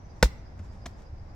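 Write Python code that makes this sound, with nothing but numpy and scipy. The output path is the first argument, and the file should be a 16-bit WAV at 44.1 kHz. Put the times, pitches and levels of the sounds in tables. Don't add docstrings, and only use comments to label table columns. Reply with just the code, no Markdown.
import sys
import numpy as np
from scipy import signal
from scipy.fft import rfft, irfft, next_fast_len
from scipy.io import wavfile
from scipy.ndimage import map_coordinates

SR = 44100
rng = np.random.default_rng(int(sys.argv[2]) if len(sys.argv) > 2 else 0)


def store_wav(level_fs):
    pcm = np.round(np.clip(np.atleast_2d(level_fs), -1, 1) * 32767)
    wavfile.write(sys.argv[1], SR, pcm.T.astype(np.int16))


N = 59535
T = np.arange(N) / SR
N_FFT = next_fast_len(2 * N)
HZ = np.fft.rfftfreq(N_FFT, 1 / SR)
SLAM_S, CATCH_S = .2274, .5935


# (time [s], relative level [dB], cutoff [Hz])
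SLAPS = [(0.22745, 9.5, 4200), (0.2280, 1, 5500), (0.22945, 6.5, 4600), (0.22967, 5, 5200),
         (0.2341, 1.5, 2400)]
# (frequency [Hz], relative level [dB])
SLAP_SPECTRUM = [(60, -6), (300, 2), (1500, 1), (2300, -1), (3000, -8), (4000, -4), (5500, -3), (8000, -5),
                 (9500, -13), (15000, -9)]
CRACKLE_SPECTRUM = [(200, -15), (900, -4), (2200, 1), (3000, -7), (5500, -4), (8000, -8), (9500, -8),
                    (15000, 3)]
def cover_slap():
    slaps = 0
    for start, db, cutoff_hz in SLAPS:
        pulse = minimum_phase(amp(along(SLAP_SPECTRUM)) / np.hypot(1, HZ / cutoff_hz))
        delay = np.exp(-2j * np.pi * HZ * start)
        slaps -= amp(db + 6) * irfft(pulse * delay, N_FFT)[:N]
    return slaps + amp(-17.5) * noise(CRACKLE_SPECTRUM) * burst(SLAM_S, rise=.0025, t60=.024)


# (frequency [Hz], level [dB], T60 [s])
COVER_MODES = [(484, -9, .031), (935, -9, .017), (1505, -11.5, .017), (1820, -14, .02), (2270, -24, .025),
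               (2446, -24, .02), (2760, -25.5, .03), (3660, -28.5, .04), (4260, -33, .035),
               (4970, -35, .04), (5560, -32, .045), (6480, -33, .03), (7900, -34, .035)]
PUSH_MODES = [(190, -15, .037), (290, -24, .045), (380, -23, .03)]
def cover_ring():
    return ring(SLAM_S, PUSH_MODES, rise=.002) + ring(SLAM_S + .0013, COVER_MODES, rise=.0007)


def body_thump():
    thump_hz, peak_s, rise_s, fall_s = 51, .023, .018, .012
    t = T - SLAM_S - peak_s
    swell = np.exp(-(t / np.where(t < 0, rise_s, fall_s)) ** 2 / 2)
    onset = np.clip((T - SLAM_S) / .003, 0, 1)
    return amp(-12.5) * swell * onset * np.cos(2 * np.pi * thump_hz * t)


# (time [s], level [dB])
SMACKS = [(0.8578, -36), (0.8604, -36), (0.8622, -38.5), (0.8665, -44)]
# (frequency [Hz], relative level [dB])
SMACK_SPECTRUM = [(100, 6), (700, 1), (1100, -4), (2100, 1), (2700, -8), (3600, -4), (4400, -9), (6300, -5),
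                  (8500, -9), (9500, -23), (15000, -25)]
# (frequency [Hz], level [dB], T60 [s])
SMACK_MODES = [(245, -44, .06), (685, -35, .038), (1340, -42, .03), (1975, -45, .025), (3213, -48, .035),
               (3518, -46, .035), (6160, -48, .03)]
def light_landing():
    contacts = sum(amp(db) * burst(start, rise=.0002, t60=.016) for start, db in SMACKS)
    return contacts * noise(SMACK_SPECTRUM) + ring(SMACKS[1][0], SMACK_MODES, rise=.0015)


# (frequency [Hz], relative level [dB])
HISS_SPECTRUM = [(100, -1), (300, 1), (500, -2), (1000, -5), (1500, -6), (2800, -8), (3800, -4), (5500, -4),
                 (7800, -9), (9500, -17), (15000, -16)]
SLUMP_SPECTRUM = [(200, -3), (450, 2), (1000, 0), (1600, -5), (3000, -18), (12000, -40)]
def filling():
    hard = amp(-28.5) * burst(SLAM_S + .003, rise=.011, t60=.092)
    light = amp(-52) * burst(SMACKS[0][0], rise=.006, t60=.14)
    hiss = diffuse(HISS_SPECTRUM) * (hard + light)
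    slump = amp(-37) * noise(SLUMP_SPECTRUM) * burst(.253, rise=.003, t60=.035)
    return hiss + slump


# (time [s], level [dB], rise [s], T60 [s])
BRUSHES = [(.12, -67, .09, .2), (.578, -61, .001, .03), (.588, -58, .004, .09), (.615, -62.5, .035, .25),
           (.712, -65, .02, .4), (.87, -66, .03, .25), (.955, -62.5, .05, .2), (1.019, -61, .002, .04)]
# (frequency [Hz], relative level [dB])
BRUSH_SPECTRUM = [(200, 6), (1000, 6), (2000, 2), (3000, -5), (3700, -3), (4300, -7), (5600, -1),
                  (7700, -4), (9500, -15), (15000, -13)]
PAT_SPECTRUM = [(100, 2), (350, 0), (900, -5), (1600, -10), (3000, -22), (12000, -45)]
def handling():
    catch = ring(CATCH_S, [(86, -33, .2), (195, -39, .08)], rise=.003)
    pat = amp(-46) * noise(PAT_SPECTRUM) * burst(CATCH_S - .005, rise=.006, t60=.05)
    strokes = sum(amp(db) * burst(start, rise, t60) for start, db, rise, t60 in BRUSHES)
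    return catch + pat + strokes * noise(BRUSH_SPECTRUM)


# (frequency [Hz], relative level [dB])
ECHO_SPECTRUM = [(60, 0), (170, 2), (300, 6), (490, -12), (750, 0), (950, -4), (1200, 2), (1500, -8),
                 (2150, 2), (3200, -2), (6000, -3), (14000, -5)]
# (frequency [Hz], T60 [s])
ECHO_T60 = [(100, .5), (1000, .65), (2200, .62), (5000, .5), (12000, .33)]
def echoes(source):
    hz, t, bands = signal.stft(diffuse(ECHO_SPECTRUM), SR, nperseg=256)
    decay = amp(-60 * t / along(ECHO_T60, hz)[:, None])
    tail = signal.istft(bands * decay, SR, nperseg=256)[1][:, :N]
    tail *= np.minimum(T / .02, 1)
    return signal.fftconvolve(source[None], tail / np.linalg.norm(tail[0]), axes=1)[:, :N]


# (frequency [Hz], relative level [dB])
HUM_SPECTRUM = [(100, -4), (200, -4), (400, -11), (800, -11), (1200, -18.5), (2000, -23.5), (3000, -35),
                (4300, -35), (5200, -29), (6500, -38), (9000, -53), (15000, -57)]
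RUMBLE_SPECTRUM = [(15, -10), (28, -1), (45, -6), (62, 0), (85, 0), (115, -7), (170, -18), (400, -45),
                   (3000, -110)]
def traffic():
    gust_db, gusts_per_s = .65, 6
    knots_db = gust_db * rng.standard_normal((2, int(N * gusts_per_s / SR) + 4))
    hum_swell, rumble_swell = [amp(map_coordinates(row, [T * gusts_per_s])) for row in knots_db]
    hum = amp(-51.8) * hum_swell * diffuse(HUM_SPECTRUM)
    rumble = amp(-43.8) * rumble_swell * diffuse(RUMBLE_SPECTRUM)
    return hum + rumble


# (time [s], frequency [Hz], level [dB])
CHIRPS = [(.005, 5900, -72), (.057, 6000, -71), (.11, 5950, -71), (.11, 4920, -69), (.165, 6000, -72),
          (.39, 5980, -69), (.47, 4920, -67), (.705, 4900, -67), (.828, 4920, -67), (.948, 4930, -69),
          (1.07, 4920, -68), (1.19, 4900, -69), (1.305, 4930, -69)]
def insects():
    sigma_s, half_width_hz = .016, 100
    chirps = np.zeros((2, N))
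    for peak_s, hz, db in CHIRPS:
        resonance = 1 / (1 + ((HZ - hz) / half_width_hz) ** 2)
        tone = unit_rms(filtered(rng.standard_normal((2, N)), resonance))
        chirps += amp(db) * tone * np.exp(-((T - peak_s) / sigma_s) ** 2 / 2)
    return chirps


# (frequency [Hz], correlation [-1 to 1])
COHERENCE = [(60, .96), (130, .96), (290, .75), (640, .3), (1400, -.2), (3100, .1), (12000, -.1)]
def diffuse(spectrum):
    angle = np.arccos(np.clip(along(COHERENCE), -1, 1)) / 2
    gains = amp(along(spectrum)) * [np.cos(angle), np.sin(angle)]
    mid, side = filtered(rng.standard_normal((2, N)), gains)
    return unit_rms(np.array([mid + side, mid - side]))


def noise(spectrum):
    return unit_rms(filtered(rng.standard_normal(N), amp(along(spectrum))))


def ring(start, modes, rise):
    phase = 2 * np.pi * (T - start)
    return -sum(amp(db) * burst(start, rise, t60) * np.sin(hz * phase) for hz, db, t60 in modes)


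def burst(start, rise, t60):
    t = np.maximum(T - start, 0)
    return np.minimum(t / rise, 1) * amp(-60 * np.maximum(t - rise, 0) / t60)


def minimum_phase(gain):
    cepstrum = irfft(np.log(np.maximum(gain, 1e-6)), N_FFT)
    cepstrum[1:N_FFT // 2] *= 2
    cepstrum[N_FFT // 2 + 1:] = 0
    return np.exp(rfft(cepstrum))


def filtered(x, response):
    return irfft(rfft(x, N_FFT) * response, N_FFT)[..., :N]


def along(points, hz=HZ):
    frequencies, values = np.transpose(points)
    return np.interp(np.log(hz + 1), np.log(frequencies + 1), values)


def amp(db):
    return 10 ** (np.asarray(db) / 20)


def unit_rms(x):
    return x / np.sqrt(np.mean(x ** 2) + 1e-20)


# (frequency [Hz], left minus right level [dB])
BALL_BALANCE = [(200, 0), (500, -1.5), (950, -1), (1500, 3), (2500, -1), (5000, 0), (9000, 1.2)]
def scene():
    ball = cover_slap() + cover_ring() + body_thump() + light_landing() + handling()
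    sides, left_lead_s = np.array([[1], [-1]]), 3.2e-5
    balance = amp(sides * along(BALL_BALANCE) / 2)
    lead = np.exp(1j * np.pi * HZ * left_lead_s * sides)
    direct = filtered(ball, balance * lead)
    return direct + filling() + amp(-27) * echoes(ball) + traffic() + insects()


def record(dry):
    cutoff_hz = 15900
    rounded = dry / (1 + np.abs(dry) ** 8) ** (1 / 8)
    return filtered(rounded, 1 / np.sqrt(1 + (HZ / cutoff_hz) ** 120))


dry = scene()
out = record(dry)
store_wav(out)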